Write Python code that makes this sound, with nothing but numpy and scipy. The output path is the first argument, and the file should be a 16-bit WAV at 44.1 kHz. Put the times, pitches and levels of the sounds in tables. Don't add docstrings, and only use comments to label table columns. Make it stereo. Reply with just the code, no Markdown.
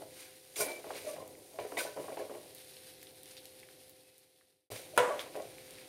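import sys
import numpy as np
from scipy import signal
from scipy.fft import rfft, irfft
from scipy.io import wavfile
from scipy.ndimage import uniform_filter1d

SR = 44100
rng = np.random.default_rng(int(sys.argv[2]) if len(sys.argv) > 2 else 0)


def natural_amplitude(level_db):
    exponent = np.asarray(level_db, float) / 20
    return 10 ** exponent


def log_audio(samples):
    frames = np.atleast_2d(samples).T
    limited = np.clip(frames, -1, 1)
    pcm = np.round(limited * 32767).astype(np.int16)
    wavfile.write(sys.argv[1], SR, pcm)


N = 259308

# (peak time [s], level [dB], build-up [s], let-go [s])
SHOVES = [(.016, -45.5, 0.11, 0.074), (.575, -35, 0.0062, 0.082), (.61, -37.5, 0.021, 0.21),
          (.7, -39.5, 0.19, 0.17), (.905, -36, 0.009, 0.061), (.94, -48, 0.063, 0.092),
          (1.09, -45, 0.18, 0.032), (1.19, -42.5, 0.19, 0.16), (1.55, -44.5, 0.1, 0.045),
          (1.59, -39, 0.0077, 0.39), (1.725, -41.5, 0.012, 0.12), (1.764, -36.5, 0.005, 0.22),
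          (1.85, -42.5, 0.13, 0.065), (1.965, -37, 0.015, 0.072), (1.985, -40, 0.054, 0.31),
          (2.08, -41.5, 0.0053, 0.2), (2.172, -42, 0.0089, 0.15), (2.21, -37, 0.092, 0.051),
          (2.245, -50, 0.053, 0.02), (.84, -41, .006, 0.37), (1.166, -48, .01, .1),
          (1.36, -52, 0.035, 0.17), (2.293, -38, 0.0068, 0.23), (4.702, -39.5, 0.04, 0.18),
          (4.944, -39, 0.0089, 0.14), (5.07, -32.5, 0.11, 0.054), (5.154, -37.5, 0.067, 0.031),
          (5.22, -48, .1, 0.34), (5.358, -36.5, 0.027, 0.23)]
# (peak time [s], rice rustle [dB], steel scrape [dB], build-up [s], let-go [s])
SWEEPS = [(.2, -51, -49, 0.19, 0.26), (.554, -45, -37, .005, 0.4), (.603, -39, -27, 0.063, 0.079),
          (.627, -44, -36.5, 0.065, 0.087), (.7, -51, -55, 0.19, 0.14), (.9, -63, -69, .25, 0.079),
          (.97, -44.5, -47, 0.18, 0.092), (1.09, -50.5, -47.5, 0.53, 0.25), (1.59, -52, -56, 0.019, 0.19),
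          (1.75, -61.5, -53.5, 1, .1), (1.764, -46, -38.5, 0.002, 0.18), (1.783, -39, -34.5, 0.026, 0.11),
          (1.8, -46, -41.5, 0.074, 0.27), (2., -57.5, -52, 0.14, 0.62), (2.085, -61, -65, .015, .08),
          (2.18, -53, -53, 0.027, 0.18), (4.708, -48, -46.5, 0.024, 0.22), (4.75, -49.5, -47, 0.079, 0.26),
          (4.96, -48.5, -43, 0.034, 0.013), (5.12, -57, -76, 0.19, 1), (5.2, -45, -45, 0.051, 0.08),
          (5.356, -58, -48, 0.016, .02), (5.45, -61, -59, 1, .4), (5.8, -55.5, -59, 1, 0.34)]
SPAN_DB = 27.5
STEEL_QUICKER = 1.2
DRAG_DB, DRAG_PUSH_DB = -62, -75.5
LAID_DOWN_S, FADE_FROM_S, CUT_S, CLANG_S = 2.52, 3.6, 4.702, 4.9765

# (frequency [Hz], level [dB], t60 [s])
PAN = [(286.3, -7, 0.12), (352, -3, 0.2), (420, 5.5, 0.19), (489.4, -6, 0.19), (514.4, 2.5, 0.1),
       (598, 2, 0.13), (643.6, 1.5, 0.14), (687, 1, 0.041), (842, -5, 0.11), (982, -8.5, 0.4),
       (1093, -5.5, 0.075), (1400, -28, 0.027), (1300, -23, 0.041), (1603, -17, 0.069)]
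# (frequency [Hz], level [dB])
LADLE_MODES = [(5055, -55.5), (5496, -56), (5814, -53.5), (6228, -65.5), (6616, -60.5), (6971, -59.5),
               (7203, -55.5), (8597, -44), (9179, -42), (10336, -49.5), (10465, -53), (11434, -49),
               (11838, -56.5), (12726, -45.5)]
LADLE_T60_S = 0.1
# (frequency [Hz], density [dB per Hz])
THUD_SPECTRUM = [(35, -33), (60, -20.5), (237, -12), (449, -15.5), (488, 4), (810, -4.5), (923, -12.5),
                 (1000, -12), (1300, -17), (3000, -23.5), (3900, -49), (6600, -120)]
# (frequency [Hz], density [dB per Hz])
RUSTLE_SPECTRUM = [(590, -32), (1000, -2.5), (1170, -7.5), (1310, -3.5), (2310, 5.5), (3000, -0.5),
                   (3560, 2.5), (7000, -12.5), (9100, -63), (15400, -120)]
# (frequency [Hz], density [dB per Hz])
SCRAPE_SPECTRUM = [(2350, -31.5), (4000, -22.5), (4790, -5.5), (5500, -13), (5700, -7), (7880, -8.5),
                   (8910, -1), (12000, -7.5), (12900, -9), (16000, -13.5)]

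# (time [s], peak [dB], treble hardness [dB], tilt of the pan modes [dB per octave])
KNOCKS = [(0.018, -66, -41.5, -19), (0.566, -41, 9, -1), (0.601, -27.5, 2, 10.5), (0.679, -36, -19, 8),
          (0.842, -47, -12, 7), (0.905, -36.5, 0, 6), (1.043, -38.5, -12, -28), (1.163, -49, -15, 6),
          (1.587, -31, 1, 5), (1.72, -35, -1, -7), (1.769, -27, 5.5, 12), (1.85, -32, -21, 6),
          (1.963, -34.5, -27, -2), (1.989, -29, -33, -12), (2.082, -36, -9, 8), (2.17, -33, 7, 3.5),
          (2.195, -35, -20, -9), (2.296, -33, -31, -7), (4.937, -53, 9, 7), (5.101, -27, -29, 16),
          (5.353, -31, -17, 4.5)]
# (frequency [Hz], level [dB], t60 [s])
BARE_PAN = [(417.5, -7.5, 0.39), (492, 0.5, 0.47), (534, -22, 0.22), (600, 2, 0.12), (695, -2, 0.37),
            (810, -25, 0.14), (810, -23, .2), (1014, -4, 0.29), (1098, -10, .2), (1204, -7, 0.48),
            (1350, 6.5, 0.12), (1417, -15, 0.71), (1460, 2, 0.13), (1704, -5, 0.12), (1840, -11, 0.25),
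            (1977, -3.5, 0.16), (2220, -3.5, 0.15), (2650, -23, 0.14), (2560, -23, 0.28), (2780, -26, 0.11),
            (3180, -23, 0.26), (3450, -9, 0.22)]
# (frequency [Hz], density [dB per Hz])
CRACK_SPECTRUM = [(40, -68), (240, -19.5), (400, -16.5), (504, -4), (893, -10), (979, -2.5), (1220, -11.5),
                  (1460, -10.5), (3470, -25.5), (4650, -33.5), (9040, -27.5), (16000, -48.5)]
# (time [s], peak [dB], frequency [Hz], t60 [s])
TICKS = [(.0195, -52, 1100, .03), (.5607, -38, 2200, .02), (.7175, -34, 4000, .008),
         (.8421, -44, 1500, .02), (.9049, -41, 1300, .02), (.978, -46, 1950, .02), (1.1638, -43, 1600, .02),
         (1.3514, -51, 2100, .04), (1.5874, -38, 2400, .035), (1.72, -42, 1400, .02),
         (1.7706, -29, 2000, .02), (1.7903, -30, 2300, .015), (1.804, -38, 2500, .015),
         (1.81, -36, 1000, .015), (1.979, -50, 1500, .02), (2.0832, -44, 1100, .04),
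         (2.104, -45, 1100, .02), (2.116, -43, 800, .02), (2.172, -45, 2500, .03), (2.2, -47, 1700, .015),
         (2.297, -50, 1300, .03), (4.7148, -42, 3200, .015), (4.986, -29, 3500, .015),
         (4.991, -27, 2900, .015), (5.004, -31, 1500, .02), (5.046, -33, 1400, .03),
         (5.1935, -40, 1750, .008), (5.203, -37, 2600, .02), (5.3535, -41, 2000, .015),
         (5.359, -45, 2400, .015), (.019, -40, 650, .03), (.5585, -39, 8500, .03), (.5585, -41, 4500, .02),
         (.8425, -39, 700, .03), (.905, -31, 750, .02), (1.1638, -38, 700, .03), (1.5872, -29, 750, .02),
         (1.72, -35, 600, .03), (1.964, -37, 650, .035), (2.0828, -37, 750, .03), (2.171, -35, 700, .03),
         (2.296, -41, 650, .04), (4.9762, -20, 900, .008), (4.9765, -19, 2200, .006),
         (1.972, -33, 650, .04), (1.65, -36, 450, .03), (1.849, -35, 610, .03), (5.1932, -29, 3500, .008),
         (5.353, -36, 600, .03), (3.374, -46, 3500, .05), (1.598, -42, 2500, .025)]
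TICK_SKIRT_DB = -13
TICK_WIDTH = 1.66

# (time [s], level [dB], frequency [Hz], free length [s])
LADLE_RINGS = [(.559, -41, 3450, .008), (.564, -41, 7200, .012), (.58, -34, 8610, .016),
               (.596, -38, 12730, .018), (.573, -38.5, 5820, .022), (.61, -38, 5820, .025),
               (.603, -36.5, 10340, .035), (.654, -39.5, 10340, .028), (.612, -38, 8830, .025),
               (.68, -49, 8830, .05), (1.776, -42, 3700, .023), (1.785, -33, 8833, .024),
               (1.795, -41, 9700, .02), (1.788, -42, 4900, .012), (1.835, -45, 9100, .02),
               (.62, -37, 9180, .015), (.607, -38, 11430, .02), (.58, -42, 5060, .015),
               (5.203, -50, 3400, .015), (4.99, -43, 3450, .07), (4.985, -39, 2870, .035)]
# (time [s], level [dB], frequency [Hz], free length [s])
PAN_RINGS = [(.602, -35, 1445, .03), (.606, -35, 2340, .03), (.63, -40, 2326, .03), (.68, -47, 1450, .025),
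             (.602, -38, 1050, .03), (.69, -43, 900, .03), (1.589, -46, 2300, .015), (1.77, -31, 1990, .02),
             (1.772, -34, 2250, .025), (1.776, -39, 2520, .02), (1.78, -37, 2120, .02),
             (1.787, -37, 2390, .015), (1.79, -38, 1520, .012), (1.801, -32, 1507, .02),
             (1.866, -41, 1500, .02), (1.9, -51, 1540, .015), (1.935, -53, 1500, .03), (.6, -50, 150, .04),
             (1.6, -55, 110, .04), (1.975, -54, 140, .04), (1.17, -57, 160, .04), (4.985, -28, 991, .065),
             (4.99, -29, 495, .09), (5.03, -37, 1400, .03), (4.995, -37, 1507, .02),
             (1.868, -49, 1750, .03), (2.196, -45, 1680, .01), (4.02, -65, 2580, .18),
             (4.71, -46, 110, .055), (4.936, -39, 620, .012), (4.98, -44, 125, .045), (5.1, -37, 596, .1),
             (1.08, -48, 1150, .055), (5.104, -33, 1133, .036), (5.2, -46, 1140, .025),
             (1.2, -48, 1050, .04)]
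# (time [s], level [dB], frequency [Hz], free length [s])
BOWED_MODES = [
    (1.062, -26.5, 612, .028),
    (1.094, -32, 598, .022),
    (1.126, -33, 590, .02),
    (.662, -39.5, 2326, .12),
    (1.535, -48, 650, .04),
]
SWELL_SHARE, BOW_SHARE = .09, .45
RING_LENGTHS = 6.
WANDER_RAD, WAVER_DB = .2, 1.8
RING_APART_RAD, RING_APART_DB = 0.44, 1.5

# (time [s], peak [dB], frequency [Hz], treble [dB])
POPS = [(1.278, -38, 9500, -6.5), (2.5487, -34.5, 11700, -11), (2.7678, -38.5, 4250, -29),
        (2.871, -39, 3180, -9), (3.03, -37, 9260, -10), (3.07, -40.5, 3350, -20),
        (3.2322, -40.5, 3570, -20), (3.258, -35.5, 2495, -7), (3.368, -38, 4600, -28.5),
        (3.375, -41, 3350, -16), (3.379, -43.5, 3900, -22), (3.383, -49, 3300, -20),
        (3.4552, -38, 8000, -4), (3.63, -42, 2200, -20), (3.634, -47, 2600, -20), (3.537, -51, 9000, -8),
        (3.17, -49, 9000, -8), (3.688, -45, 1810, -14.5), (3.895, -36.5, 12500, -7.5),
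        (4.181, -36, 8800, -5), (4.411, -42, 1800, -25), (5.1935, -29.5, 3600, -30),
        (5.338, -45, 4000, -18), (5.583, -41.5, 2330, -17), (5.7077, -36, 9250, -12),
        (5.785, -43, 2530, -19), (3.015, -42, 5020, -8), (3.0282, -44, 2200, -15), (3.115, -44.5, 12000, 4),
        (3.2332, -37, 11000, -11), (3.312, -39.5, 4000, -4), (3.3672, -44.5, 10000, -10),
        (3.4558, -40.5, 4000, -8), (3.55, -64, 4000, -15), (5.771, -50, 4230, -14), (5.421, -42, 4500, -6)]
POP_SCATTER_DB = 2.5
# (frequency [Hz], density [dB per Hz])
FRY_SPECTRUM = [(590, -34), (1000, -8.5), (1230, -10.5), (2080, -1.5), (2940, -3), (4070, 0.5),
                (7530, -8.5), (9170, 1.5), (12300, -4), (15100, -8), (16000, -31)]
FRY_DB = -56
# (time [s], level [dB])
HEAT = [
    (0, 0),
    (1.55, -4.5),
    (2.2, -0.5),
    (2.75, 4),
    (3., 1.5),
    (3.8, 0),
    (4., 0),
    (4.7, 0.5),
    (5.88, -1),
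]

# (time [s], level [dB])
RUMBLE_LEVEL = [
    (0, 9),
    (.45, -4),
    (1.3, 8.5),
    (1.55, -2),
    (2.2, 4),
    (2.6, 2.5),
    (3.9, 1.5),
    (4.2, -2),
    (4.9, 6),
    (5.88, 6),
]
# (frequency [Hz], density [dB per Hz])
AIR_SPECTRUM = [(15, -66), (25, -31.5), (102, -3), (209, -10.5), (300, 1), (476, -4), (510, -5),
                (555, -8.5), (730, -7), (838, -8.5), (1500, -47), (1950, -50), (3300, -120)]
AIR_DB = -59.5
# (frequency [Hz], rms level [dB])
FAN_TONES = [(150.7, -76), (306.8, -80.5), (393.0, -69.5), (516.8, -60.5), (748.3, -72.5)]
FAN_FOLLOWS = 0.53

# (frequency [Hz], correlation [0 to 1])
SAME = [(40, 0.98), (100, 0.93), (250, 0.46), (500, 0.95), (1000, 0.063), (2500, 0.54), (6000, 0.24),
        (15000, 0.2)]
# (frequency [Hz], lead [rad])
LEAD = [(100, .1), (600, 0.52), (1300, 1.56), (2500, 0.99), (16000, 1.9)]
# (frequency [Hz], level [dB])
LEAN = [(60, 7.5), (250, 1), (500, 0.5), (1000, 2), (4000, -0.5), (12000, 3)]


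def stirring():
    def pan_floor():
        return natural_amplitude(-4.0) * modes(PAN, 6.0) + natural_amplitude(-5.5) * burst(THUD_SPECTRUM, 0.02, -14.0, 0.32, size=8192)

    def grains():
        return burst(RUSTLE_SPECTRUM, 0.0025, -24.5, 0.047, size=4096)

    def ladle_edge():
        ladle = modes([(*mode, LADLE_T60_S) for mode in LADLE_MODES], 2.6)[:, :4096]
        return natural_amplitude(-7.5) * ladle + natural_amplitude(-1.0) * burst(SCRAPE_SPECTRUM, 0.02, -17.5, 0.099, size=4096)

    rice_rows = np.delete(SWEEPS, [2], axis=1)
    steel_rows = np.delete(SWEEPS, [1], axis=1)
    push = rub(stroke(SHOVES, DRAG_PUSH_DB), 260, 3.9, pan_floor, count=3)
    rustle = rub(stroke(rice_rows, -95.5), 2500, 0.87, grains, count=4)
    edge = rub(stroke(steel_rows, DRAG_DB, STEEL_QUICKER), 1800, 2.3, ladle_edge, count=4)
    return push + rustle + edge


def knocks():
    out = np.zeros((2, N))
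    for s, db, hard_db, tilt_db in KNOCKS:
        add(out, s, natural_amplitude(db + 20) * modes(PAN, 2.0, np.clip(tilt_db, -7, 6)))
        add(out, s, natural_amplitude(db + 9.0) * burst(THUD_SPECTRUM, 0.0092, -2.5, 0.24, size=4096))
        crack = burst(RUSTLE_SPECTRUM, 0.0035, -1, 0.068, size=4096)
        add(out, s, natural_amplitude(db + min(hard_db, 1) + 3.0) * crack)
    return out


def clang():
    out = np.zeros((2, N))
    add(out, CLANG_S, natural_amplitude(1.0) * burst(CRACK_SPECTRUM, 0.0048, -36, .02, size=2048))
    add(out, CLANG_S, natural_amplitude(6.0) * modes(BARE_PAN, 0.58))
    add(out, CLANG_S, natural_amplitude(8.5) * burst(CRACK_SPECTRUM, 0.033, -0.83, 0.66))
    add(out, CLANG_S, natural_amplitude(-6.0) * burst(RUSTLE_SPECTRUM, 0.034, -6, 0.27))
    add(out, CLANG_S, natural_amplitude(-2.5) * burst(SCRAPE_SPECTRUM, 0.009, -7, 0.09, size=8192))
    return out


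def ticks():
    out = np.zeros((2, N))
    far = TICK_WIDTH ** 4
    for s, db, hz, t60 in TICKS:
        colour = [(hz / far, -40), (hz / TICK_WIDTH, TICK_SKIRT_DB), (hz, 0),
                  (hz * TICK_WIDTH, TICK_SKIRT_DB), (hz * far, -52)]
        nick = burst(colour, t60, -20, .08, size=2048)
        add(out, s, natural_amplitude(db + 2.5) * nick / abs(nick).max())
    return out


def rings():
    out, t = np.zeros((2, N)), np.arange(SR // 4) / SR

    def slow_noise():
        noise = rng.standard_normal(len(t))
        return evened(uniform_filter1d(uniform_filter1d(noise, size=200), size=200))

    for rows, share in (LADLE_RINGS + PAN_RINGS, SWELL_SHARE), (BOWED_MODES, BOW_SHARE):
        for s, db, hz, length in rows:
            lag = np.array([[0], [read(LEAD, hz)]])
            phase = 2 * np.pi * hz * t + WANDER_RAD * slow_noise() - lag
            fall_db = 60 * t / (RING_LENGTHS * length) + 60 * np.maximum(t - length, 0) / .07
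            swell = 1 - np.exp(-(t / min(share * length, .02)) ** 2)
            add(out, s, natural_amplitude(db - fall_db + WAVER_DB * slow_noise()) * swell * np.sin(phase))
    return out


def pops():
    out, t = np.zeros((2, N)), np.arange(2000) / SR
    for s, db, hz, bright_db in POPS:
        pan_db = POP_SCATTER_DB * rng.standard_normal()
        decay = np.exp(-t / 0.00041) + natural_amplitude(-20.0) * np.exp(-t / 0.027)
        spray = rng.standard_normal((2, len(t))) * decay
        treble_db = min(bright_db, 0)
        colour = [(300, -50), (hz / 2.5, -16), (hz, 0), (hz * 1.6, treble_db + 5.0), (17000, treble_db - 11.0)]
        pop = ports(*spray, colour)
        sides_db = np.array([[pan_db], [-pan_db]]) / 2
        add(out, s, natural_amplitude(db + 3.5 + sides_db) * pop / abs(pop).max())
    return out


def sizzle():
    gusts = natural_amplitude(1.2 * evened(uniform_filter1d(rng.standard_normal(N), 2000)))
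    hiss = wash(FRY_SPECTRUM)
    crackle = rub(0.7, 600, 5.1, lambda: burst(FRY_SPECTRUM, 0.0037, -24.5, 0.028, size=2048), count=5)
    return natural_amplitude(FRY_DB) * drift(HEAT) * gusts * (natural_amplitude(-2.0) * hiss + natural_amplitude(-4.5) * crackle)


def room():
    t = np.arange(N) / SR
    out = natural_amplitude(AIR_DB - 5.5) * drift(RUMBLE_LEVEL) * wash(AIR_SPECTRUM)
    for hz, db in FAN_TONES:
        waver = natural_amplitude(1.1 * evened(uniform_filter1d(rng.standard_normal(N), 4000)))
        lag = np.array([[0], [read(LEAD, hz)]])
        tone = np.sin(2 * np.pi * hz * t - lag)
        out = out + natural_amplitude(db - 1.0) * waver * drift(RUMBLE_LEVEL, FAN_FOLLOWS) * tone
    return out


def stroke(rows, drag_db, quicker=0.94):
    t = np.arange(0, N + 64, 32) / SR
    s, db, rise, fall = np.transpose(rows)[..., None]
    lost = np.maximum((s + 0.0084 - t) / rise, quicker * (t - s - .006) / fall)
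    held = (t < LAID_DOWN_S) | (t > CUT_S)
    power = (natural_amplitude(db - SPAN_DB * lost) ** 2).sum(0) + held * natural_amplitude(drag_db) ** 2
    return np.interp(np.arange(N) / SR, t, np.sqrt(power))


def slips(per_s, spread_db):
    u = rng.random(N) * SR / per_s
    size = (u + .05) ** (-spread_db / 8.686)
    return evened((u < 1) * size * (-1) ** np.arange(N))


def rub(gain, per_s, spread_db, response, count=5):
    out = np.zeros((2, N))
    for _ in range(count):
        clicks = gain * slips(per_s / count, spread_db)
        out += signal.oaconvolve(clicks[None], response(), axes=1)[:, :N]
    return out / np.sqrt(count)


def modes(table, spot_db, tilt_db=0):
    t = np.arange(8192) / SR
    hz, db, t60 = np.transpose(table)[..., None]
    spot = spot_db * rng.standard_normal(hz.shape)
    weight = natural_amplitude(db + tilt_db * np.log2(hz) + spot) * rng.choice([-1, 1], hz.shape)
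    onset = 1 - np.exp(-t * hz / .5)
    wave = weight * onset * np.exp((2j * np.pi * hz - np.log(1000) / t60) * t)
    lag = RING_APART_RAD * rng.standard_normal(hz.shape) - read(LEAD, hz)
    apart = natural_amplitude(RING_APART_DB * rng.standard_normal(hz.shape)) * np.exp(1j * lag)
    end_fade = np.clip(9 - 10 * t / t[-1], 0, 1)
    x = np.array([wave.sum(0), (wave * apart).sum(0)]).imag * end_fade
    return x / np.linalg.norm(x[0])


def burst(spectrum, t60, tail_db, tail_t60, size=16384):
    t = np.arange(size) / SR
    end_fade = np.clip(9 - 10 * t / t[-1], 0, 1)
    decay = (natural_amplitude(-60 * t / t60) + natural_amplitude(tail_db - 60 * t / tail_t60)) * end_fade
    x = ports(*rng.standard_normal((2, size)) * decay, spectrum)
    return x / np.sqrt((x ** 2).sum() / 2)


def wash(spectrum):
    return ports(*rng.standard_normal((2, 2 ** 18)), spectrum)[:, :N]


def ports(left, other, spectrum):
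    hz = np.fft.rfftfreq(len(left), 1 / SR)
    same, a = np.clip(read(SAME, hz), -1, 1), rfft(left)
    right = (same * a + np.sqrt(1 - same ** 2) * rfft(other)) * np.exp(-1j * read(LEAD, hz))
    lean = read(LEAN, hz) / 2
    z = np.array([a * natural_amplitude(lean), right * natural_amplitude(-lean)])
    cepstrum = irfft(np.log(natural_amplitude(np.maximum(read(spectrum, hz), -90))), len(left))
    cepstrum[1:len(left) // 2] *= 2
    cepstrum[len(left) // 2 + 1:] = 0
    return evened(irfft(z * np.exp(rfft(cepstrum)), len(left)))


def drift(points, share=0.96):
    return natural_amplitude(share * np.interp(np.arange(N) / SR, *np.transpose(points)))


def read(points, hz):
    f, value = np.transpose(points)
    return np.interp(np.log(hz + 1), np.log(f + 1), value)


def evened(x):
    return x / np.sqrt(np.mean(x ** 2) + 1e-20)


def add(mix, s, sound):
    part = mix[:, round(s * SR):][:, :sound.shape[1]]
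    part += sound[:, :part.shape[1]]


def scene():
    return stirring() + knocks() + clang() + ticks() + rings() + pops() + sizzle() + room()


def top_cut(x):
    return signal.sosfilt(signal.butter(12, 15820, fs=SR, output="sos"), x)


def record(dry):
    t = np.arange(N) / SR
    fade_out = np.clip((CUT_S - .005 - t) / (CUT_S - FADE_FROM_S), 0, 1)
    cut_in = np.clip((t - CUT_S) / 0.0011, 0, 1)
    fade = np.where(t < CUT_S, fade_out, cut_in)
    low_pass = signal.firwin(255, 15950, window=("kaiser", 7), fs=SR)
    return top_cut(signal.oaconvolve(dry * fade, low_pass[None], "same"))


dry = scene()
out = record(dry)
log_audio(out)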